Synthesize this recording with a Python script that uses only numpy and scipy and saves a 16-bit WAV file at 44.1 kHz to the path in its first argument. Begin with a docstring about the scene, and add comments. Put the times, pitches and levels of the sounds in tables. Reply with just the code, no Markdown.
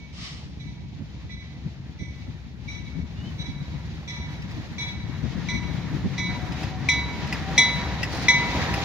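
"""A diesel freight train rolls closer, its bell struck every 0.7 s and echoing off bushes and stones.
Its exhaust throbs, its wheels roar and wind buffets the microphone throughout. Right at the start
an air valve spits far off. Just after 3 s a bird chirps, and from 4.4 s the rails tick under the load.
The gears start to whine after 6 s, the bell is much louder from 6.9 s, and at 8.2 s a wheel scrapes."""
import sys
import numpy as np
from scipy import signal
from scipy.fft import rfft, irfft
from scipy.io import wavfile
from scipy.ndimage import map_coordinates

SR = 44100
rng = np.random.default_rng(int(sys.argv[2]) if len(sys.argv) > 2 else 0)


def generate_wav(sig):
    """Save sig (samples, or channels by samples) to the path in sys.argv[1] as 16-bit PCM at SR."""
    pcm = np.round(np.clip(np.atleast_2d(sig).T, -1, 1) * 32767).astype(np.int16)
    wavfile.write(sys.argv[1], SR, pcm)


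N = 389844
TIME, FREQS = np.arange(N) / SR, np.fft.rfftfreq(N, 1 / SR)
NEAR_M = 20  # wheel and engine levels are set for this distance

# Bell strokes, each coloured by its path over the ground (hum and prime are the two lowest tones):
# start_s, level_db, hum_boost_db, prime_boost_db, treble_boost_db
BELL_STROKES = [(-.11, -42.5, 0.5, -7, -8), (.585, -48.5, 4, -3, 2), (1.287, -46.5, 0.5, 2, 1.5),
                (1.982, -43, -5, -1, -2.5), (2.675, -35.5, -6, -6.5, -2), (3.38, -35, 0, -8, 0),
                (4.076, -31.5, -0.5, -2.5, 2), (4.781, -30, 1, -2.5, 3), (5.485, -28.5, 7.5, 0, 1.5),
                (6.179, -27.5, 11, 1.5, 1.5), (6.887, -14.5, -1.5, -1.5, -2.5), (7.578, -12, -1, -0.5, 4),
                (8.283, -14.5, 6.5, 7.5, 1.9)]
# The tones that make up the bell's ring: pitch_hz
BELL_PITCHES = [966, 2014, 2257, 2246, 2310, 2420, 3430, 3915, 4109, 5298, 5695, 5776, 5904, 5959, 7412,
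                8288, 10790]
# How each tone rings (t60 is the time to fade by 60 dB): level_db, t60_s, left_minus_right_db
BELL_RINGS = [(-19, 2.28, -1), (-2, 0.51, 0), (-1.5, 0.51, -1), (-18.5, 1.36, -20), (-1.5, 0.11, 10.5),
              (0.5, 0.025, 11), (-10.5, 0.32, 0), (-5.5, 0.57, -5), (-22, 0.34, -19), (-13.5, 0.085, -5),
              (-20, 0.12, -7), (-22, 0.3, -8), (-11.5, 0.17, -14), (-11, 0.21, 10), (-23, 0.1, -12),
              (-27.5, 0.14, -13), (-30, 0.13, 5)]
# Crowds of close overtones that die quickly: pitch_hz, width_hz, level_db
BELL_SHIMMER = [(2360, 160, -5), (3790, 820, 5.5), (5810, 450, 6), (7130, 230, -13), (8240, 120, -19.5),
                (10400, 810, -39)]
# Echoes from bushes; those behind the moving train sound lower: delay_s, pitch_ratio, level_db, t60_s
BUSH_ECHOES = [(0, 1, 0, .38), (.04, .996, -8, 1.0), (.12, .99, -12, 2.0)]


def bell(near_db=-13, shimmer_s=.039, clank_s=.0056, bloom_s=.021, flutter_hz=75, smear_hz=90):
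    """A clapper clanks on bronze; the further off the bell, the more of it arrives as echoes."""
    out, t = np.zeros((2, N)), TIME[:SR]
    hz = np.array(BELL_PITCHES)
    tone_db, t60, tone_pan_db = np.transpose(BELL_RINGS)
    attack = 1 - np.exp(-t / .0015)
    ring = np.exp(2j * np.pi * hz[:, None] * t) * undb(-60 * t / t60[:, None]) * attack
    crowd = sum(abs(resonances([(f, width, 0)])) ** 2 * undb(db) for f, width, db in BELL_SHIMMER)
    shimmer = stereo_noise(crowd, .34)
    clank_spectrum_db = over_hz([(900, -40), (2200, 1), (5500, -11), (10500, -.5), (15000, -40)])
    clank = stereo_noise(undb(clank_spectrum_db), .27)
    for start_s, db, hum_db, prime_db, treble_db in BELL_STROKES:
        far_db = near_db - db  # how much weaker than a nearby stroke
        air_loss_db = .75 * far_db  # air dulls distant strokes
        stroke_db = tone_db + treble_db * (hz > 3000) - air_loss_db * (hz > 7000)
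        stroke_db[:2] += hum_db, prime_db
        # shifting paths over the ground make each tone flutter
        depth = .27 + .01 * far_db
        sway = [np.exp(2j * np.pi * rng.random()) * (1 + depth * flutter(t, flutter_hz)) for _ in hz]
        tones = undb(stroke_db)[:, None] * np.imag(ring * np.array(sway))
        direct = pan(tone_pan_db) @ tones
        piece = rng.integers(N - SR) + np.arange(SR)  # fresh noise for each stroke
        shimmer_db = -11 + .16 * far_db + .5 * treble_db
        direct += undb(shimmer_db) * shimmer[:, piece] * np.exp(-t / shimmer_s) * attack
        direct += undb(-22 - 2 * air_loss_db) * clank[:, piece] * np.exp(-t / clank_s) * attack
        echo_gain = undb(-14 + .79 * far_db)
        gain = undb(db) * pan(1.5 - .2 * far_db) / np.sqrt(1 + .5 * echo_gain ** 2)
        # a far stroke swells in: its straight path is weak and paths over the stones arrive later
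        bloom = 1 - np.clip(.11 * (far_db - 14), 0, .9) * np.exp(-t / bloom_s)
        add(out, start_s, gain * direct * bloom)
        for delay_s, pitch_ratio, echo_db, echo_t60 in BUSH_ECHOES:
            shifted = np.interp(t * pitch_ratio, t, direct.mean(axis=0))
            echo = undb(echo_db) * scatter(shifted, echo_t60)
            # the train's motion shifts the pitch differently for each bush, so the echoes waver
            smear = 1 + .38 * flutter(t, smear_hz).real
            add(out, start_s + delay_s, gain * echo_gain * echo * smear)
    return out


# The tone colour of wheels on rails, with faint microphone hiss at the very top: pitch_hz, level_db
WHEEL_SPECTRUM = [(250, 7.5), (400, 1.5), (560, 0.5), (750, 2.5), (1100, 0), (1500, -1.5), (1900, 3),
                  (2400, -4.5), (2900, -9), (3900, -7.5), (4800, -12), (6800, -19), (8200, -40.5),
                  (11000, -38.5), (15000, -38.5)]
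# Rails sound along their whole length, so the treble differs between the ears: pitch_hz, likeness_ratio
WHEEL_LIKENESS = [(250, .85), (650, .9), (1400, .75), (2300, .4), (3000, .1), (6000, .05), (12000, 0)]
# The wheels' roar, ring, hiss and sizzle: near_level_db, ground_loss_db_per_m, far_wagons_db
WHEEL_BANDS = [(-32.5, .225, -57), (-35, .18, -65), (-35, 0.19, -55), (-56.5, 0.11, -84)]


def wheels(jolt_db=1.5, flicker_db=1.23, bushes_db=-2, clears_bushes_s=2.42):
    """Rough wheels shake the rails; the front of the train grows louder over the far wagons."""
    edges_hz = [200, 1000, 2300, 7800, 16000]
    out, shape, likeness = 0, undb(over_hz(WHEEL_SPECTRUM)), over_hz(WHEEL_LIKENESS)
    metres, jolts = distance(), wander(5)
    for low, high, (near_db, loss_db_per_m, wagons_db) in zip(edges_hz, edges_hz[1:], WHEEL_BANDS):
        band = 1 / np.sqrt((1 + (low / (FREQS + 1)) ** 16) * (1 + (FREQS / high) ** 16))
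        roar = stereo_noise(shape * band, likeness)
        front = undb(near_db - loss_db_per_m * (metres - NEAR_M)) * NEAR_M / metres
        roughness = undb(jolt_db * jolts + flicker_db * wander(20))
        out += roar * np.hypot(front, undb(wagons_db)) * roughness
    behind_bushes = 1 - ramp(clears_bushes_s, .11)
    return out * undb(bushes_db * behind_bushes)


# The notes at which the exhaust pipe booms: pitch_hz, width_hz, level_db
EXHAUST_NOTES = [(68.8, 27.5, 6), (109, 24, -18), (162, 35, -15.5)]


def diesel(firing_hz=70, uneven_db=4, limp_db=4, throb_db=2, near_db=-33, db_per_doubling=5):
    """Uneven firings, strong and weak in turn, boom in the exhaust pipe and throb in the moving air."""
    cycles = np.cumsum(firing_hz * (1 + .085 * wander(12))) / SR
    firings = np.flatnonzero(np.diff(np.floor(cycles)))
    every_other = np.arange(len(firings)) % 2
    pulses = np.zeros(N)
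    pulses[firings] = undb(uneven_db * rng.standard_normal(len(firings)) + limp_db * every_other)
    pipe = resonances(EXHAUST_NOTES) / (1 + (FREQS / 420) ** 4) / (1 + (44 / (FREQS + 1)) ** 6)
    throb = undb(throb_db * (wander(21) + wander(4.1)))
    boom = unit(colour(pulses * throb, pipe))
    db = near_db - db_per_doubling * np.log2(distance() / NEAR_M)
    return (boom + .26 * scatter(boom, t60_s=.21)) * undb(db) * pan(1)


# Ticks in the track: start_s, crack_db, grit_db
RAIL_TICKS = [(4.4194, -41, -80), (4.5087, -42, -80), (6.5194, -35.5, -68), (6.6314, -32.5, -62),
              (7.271, -34.5, -70), (7.325, -23.5, -55), (8.0298, -20.5, -52), (8.738, -24.5, -44)]
# The notes at which a rail rings: pitch_hz, width_hz, level_db
RAIL_NOTES = [(1976, 51, 7), (2520, 200, 2.5), (4950, 340, -2), (11000, 2900, -24)]


def rail_ticks(decay_s=.012, rise_s=.0011):
    """Rails and their fastenings crack briefly as they take up the load."""
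    out, t = np.zeros((2, N)), TIME[:SR // 8]
    steel = stereo_noise(abs(resonances(RAIL_NOTES)) / (1 + (FREQS / 9000) ** 2), .75)
    grit = stereo_noise(abs(resonances([(11300, 4000, 0)])) ** 2, .1)
    fade = np.exp(-t / decay_s) * (1 - np.exp(-t / rise_s))
    for start_s, crack_db, grit_db in RAIL_TICKS:
        now = slice(int(start_s * SR), int(start_s * SR) + len(t))
        crack = undb(crack_db) * steel[:, now] + undb(grit_db) * grit[:, now]
        add(out, start_s, crack * fade[:crack.shape[1]])
    return out


# The bright peaks of scraping steel: pitch_hz, width_hz, half_level_db
SCRAPE_PEAKS = [(4600, 1900, 7), (9700, 2000, -11)]


def wheel_scrape(peak_s=8.18, level_db=-39.5, grip_db=3):
    """The lip of a wheel slips along the rail in a brief, uneven hiss."""
    hiss = stereo_noise(abs(resonances(SCRAPE_PEAKS)) ** 2, .2)
    return hiss * undb(level_db + grip_db * wander(40)) * swell(peak_s, half_s=.07)


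def gears(start_s=6.25, start_hz=732, rise_hz_per_s=34, top_hz=790, level_db=-48, waver_db=6):
    """Gear teeth driving the axles sing a thin, unsteady note that climbs and levels off."""
    hz = np.minimum(start_hz + rise_hz_per_s * (TIME - start_s), top_hz)
    phase = 2 * np.pi * np.cumsum(hz * (1 + .0053 * wander(22.3))) / SR
    return np.sin(phase) * undb(level_db + waver_db * wander(8.3)) * ramp(start_s, .048)


# The breeze on the microphone: time_s, level_db, left_minus_right_db
WIND_STRENGTH = [(0, -42, 1), (.8, -37, 0), (1.4, -40.5, 1.5), (2.45, -39, 4), (2.8, -35, 7.5),
                 (3.4, -35.5, 3), (4.05, -37.5, 0), (5.05, -33, 3.5), (5.4, -30.5, 12), (5.85, -28.5, 8.5),
                 (6.3, -30.5, 5.5), (7.2, -31.5, 4), (8.84, -32, 0)]
# The tone colour of its rumble: pitch_hz, level_db
WIND_RUMBLE = [(20, -33), (37, -14), (55, -4.5), (90, 0), (160, 2), (210, -6.5), (300, -13), (420, -27),
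               (700, -37), (1500, -90)]
# Single swirls of air that thump on the microphone: peak_s, level_db, left_minus_right_db
WIND_THUMPS = [(1.011, -29.5, -10), (1.667, -30, 2), (2.02, -30, -7.5), (2.29, -32, 0), (3.281, -28.5, 12),
               (3.49, -30, -5), (3.62, -30.5, 10), (4.58, -30.5, 3), (5.252, -23.5, 20), (5.386, -24.5, 14),
               (5.56, -27.5, 14), (5.956, -25.5, 4), (6.061, -19, -15)]


def wind(buffet_db=1.82, one_side_db=1.5, calm_db=-34.5, brighter_db_per_octave=3):
    """Big swirls of air hit both sides of the microphone, small ones only one; gusts sound higher."""
    db, pan_db = curves(WIND_STRENGTH)
    spectrum_db, likeness = over_hz(WIND_RUMBLE), over_hz([(40, .6), (90, .77), (220, .53)])
    tilt_db = brighter_db_per_octave * np.log2(np.clip(FREQS, 20, 330))
    slow = stereo_noise(undb(spectrum_db), likeness)
    fast = stereo_noise(undb(spectrum_db + tilt_db), likeness)
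    fast_share = np.clip(.23 * (db - calm_db), 0, 1)
    rumble = slow * np.sqrt(1 - fast_share) + fast * np.sqrt(fast_share)
    sides_db = one_side_db * np.array([wander(29), wander(24)])
    breeze = rumble * undb(db + buffet_db * wander(31) + sides_db) * pan(pan_db)
    thumps = sum(undb(thump_db) * pan(side_db) * swell(peak_s, half_s=.017)
                 for peak_s, thump_db, side_db in WIND_THUMPS)
    return breeze + fast * thumps


# The tone colour of escaping air: pitch_hz, level_db
VALVE_SPECTRUM = [(410, -34), (700, -6), (824, -20), (855, -19), (1170, -3), (1560, -14), (1980, -3),
                  (2640, -6), (3110, -2), (5400, -4.5), (14000, -48)]


def air_valve(opens_s=.12, peak_s=.25, peak_db=-37, rise_db_per_s=111, fall_db_per_s=82):
    """A short spit of compressed air, softened by distance, swells and dies away."""
    since_peak = TIME - peak_s
    db = peak_db + np.minimum(rise_db_per_s * since_peak, -fall_db_per_s * since_peak)
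    hiss = stereo_noise(undb(over_hz(VALVE_SPECTRUM)), .27)
    return hiss * undb(db) * ramp(opens_s, .02)


# The tune of the bird's chirp: time_s, pitch_hz
BIRD_TUNE = [(3.155, 2700), (3.18, 2870), (3.215, 2880), (3.255, 2990), (3.275, 3120), (3.32, 2920)]


def bird(level_db=-50, upper_ratio=1.25, upper_db=-7, warble_db=2, fade_s=.03):
    """One rising, warbling chirp; a weaker second voice above it drops out first."""
    start_s, end_s = BIRD_TUNE[0][0], BIRD_TUNE[-1][0]
    hz = curves(BIRD_TUNE)[0] * (1 + .006 * wander(200))
    phase = 2 * np.pi * np.cumsum(hz) / SR
    sounding = ramp(start_s, fade_s) - ramp(end_s - fade_s, fade_s)
    upper_fade = np.sqrt(1 - ramp(start_s, end_s - start_s - fade_s))
    upper = undb(upper_db) * upper_fade * np.sin(upper_ratio * phase)
    return (np.sin(phase) + upper) * undb(level_db + warble_db * wander(60)) * sounding


def distance(speed_m_per_s=10.04, passes_s=10.014, track_away_m=15.2):
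    """Metres to the steadily rolling engine; the sound ends before it passes."""
    return np.hypot(speed_m_per_s * (passes_s - TIME), track_away_m)


def scatter(x, t60_s, rise_s=.007, spread=.71):
    """A blur of many small echoes, new at every place along the track."""
    t = TIME[:SR]
    mid, side = rng.standard_normal((2, len(t))) * undb(-60 * t / t60_s) * (1 - np.exp(-t / rise_s))
    echoes = np.array([mid + spread * side, mid - spread * side])
    echoes /= np.sqrt(np.sum(echoes ** 2) / 2)
    return signal.fftconvolve(x[None], echoes, axes=1)[:, :len(x)]


def undb(db):
    """Turn decibels into a number to multiply by."""
    return 10 ** (np.asarray(db) / 20)


def unit(x):
    """Scale to an average power of 1."""
    return x / np.sqrt(np.mean(x ** 2))


def curves(table):
    """Turn each column after time_s into a curve over time."""
    times, *columns = np.transpose(table)
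    return [np.interp(TIME, times, column) for column in columns]


def over_hz(points):
    """Join (pitch_hz, value) points, giving each octave equal room."""
    hz, value = np.transpose(points)
    return np.interp(np.log(FREQS + 1), np.log(hz), value)


def colour(x, gain):
    """Turn each frequency up or down by its gain."""
    return irfft(rfft(x) * gain, N)


def resonances(notes):
    """A filter that rings at each (pitch_hz, width_hz, level_db)."""
    return sum(undb(db) / (1 + 1j * (FREQS ** 2 - hz ** 2) / (width * FREQS + 1e-9))
               for hz, width, db in notes)


def pan(db):
    """Left and right gains that make the left louder by db at the same total power."""
    gains = undb(np.array([[.5], [-.5]]) * db)
    return gains / np.sqrt(np.mean(gains ** 2, axis=0))


def wander(rate_hz):
    """A smooth random drift with a typical size of 1."""
    return unit(colour(rng.standard_normal(N), np.exp(-(FREQS / rate_hz) ** 2)))


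def flutter(t, rate_hz):
    """A random wobble of level and phase, as complex numbers."""
    real, imaginary = rng.standard_normal((2, 400))
    return np.interp(t * rate_hz, np.arange(len(real)), real + 1j * imaginary) * np.sqrt(3 / 4)


def stereo_noise(gain, likeness):
    """Filtered noise for two ears: likeness 1 is the same in both, 0 is unrelated."""
    likeness = np.clip(likeness, -1, 1)
    mid = colour(rng.standard_normal(N), gain * np.sqrt(1 + likeness))
    side = colour(rng.standard_normal(N), gain * np.sqrt(1 - likeness))
    return unit(np.array([mid + side, mid - side]))


def add(out, start_s, sound):
    """Mix a sound in at start_s, dropping what does not fit."""
    start = int(start_s * SR)
    first, last = max(start, 0), min(start + sound.shape[1], N)
    out[:, first:last] += sound[:, first - start:last - start]


def ramp(start_s, length_s):
    """A fade from 0 to 1."""
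    return np.clip((TIME - start_s) / length_s, 0, 1)


def swell(peak_s, half_s):
    """A smooth rise and fall around peak_s."""
    return np.exp(-((TIME - peak_s) / half_s) ** 2)


# The train's direction, heard as a delay at the left ear: time_s, delay_s
LEFT_EAR_DELAY = [(0, .00012), (4.6, .00014), (5.4, .00002), (7.5, .00003), (8.84, .00008)]


def scene():
    """Everything heard beside the track; the train reaches the right ear first."""
    left, right = bell() + wheels() + wheel_scrape() + gears() + diesel() + rail_ticks() + air_valve()
    delay_s = curves(LEFT_EAR_DELAY)[0]
    left = map_coordinates(left, [(TIME - delay_s) * SR], order=3)
    return np.array([left, right]) + wind() + bird()


def record(dry, top_hz=15800):
    """Clip peaks at full scale and cut the highest treble."""
    treble_cut = signal.ellip(10, .2, 80, top_hz, fs=SR, output="sos")
    return signal.sosfilt(treble_cut, np.clip(dry, -1, 1))


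dry = scene()
out = record(dry)
generate_wav(out)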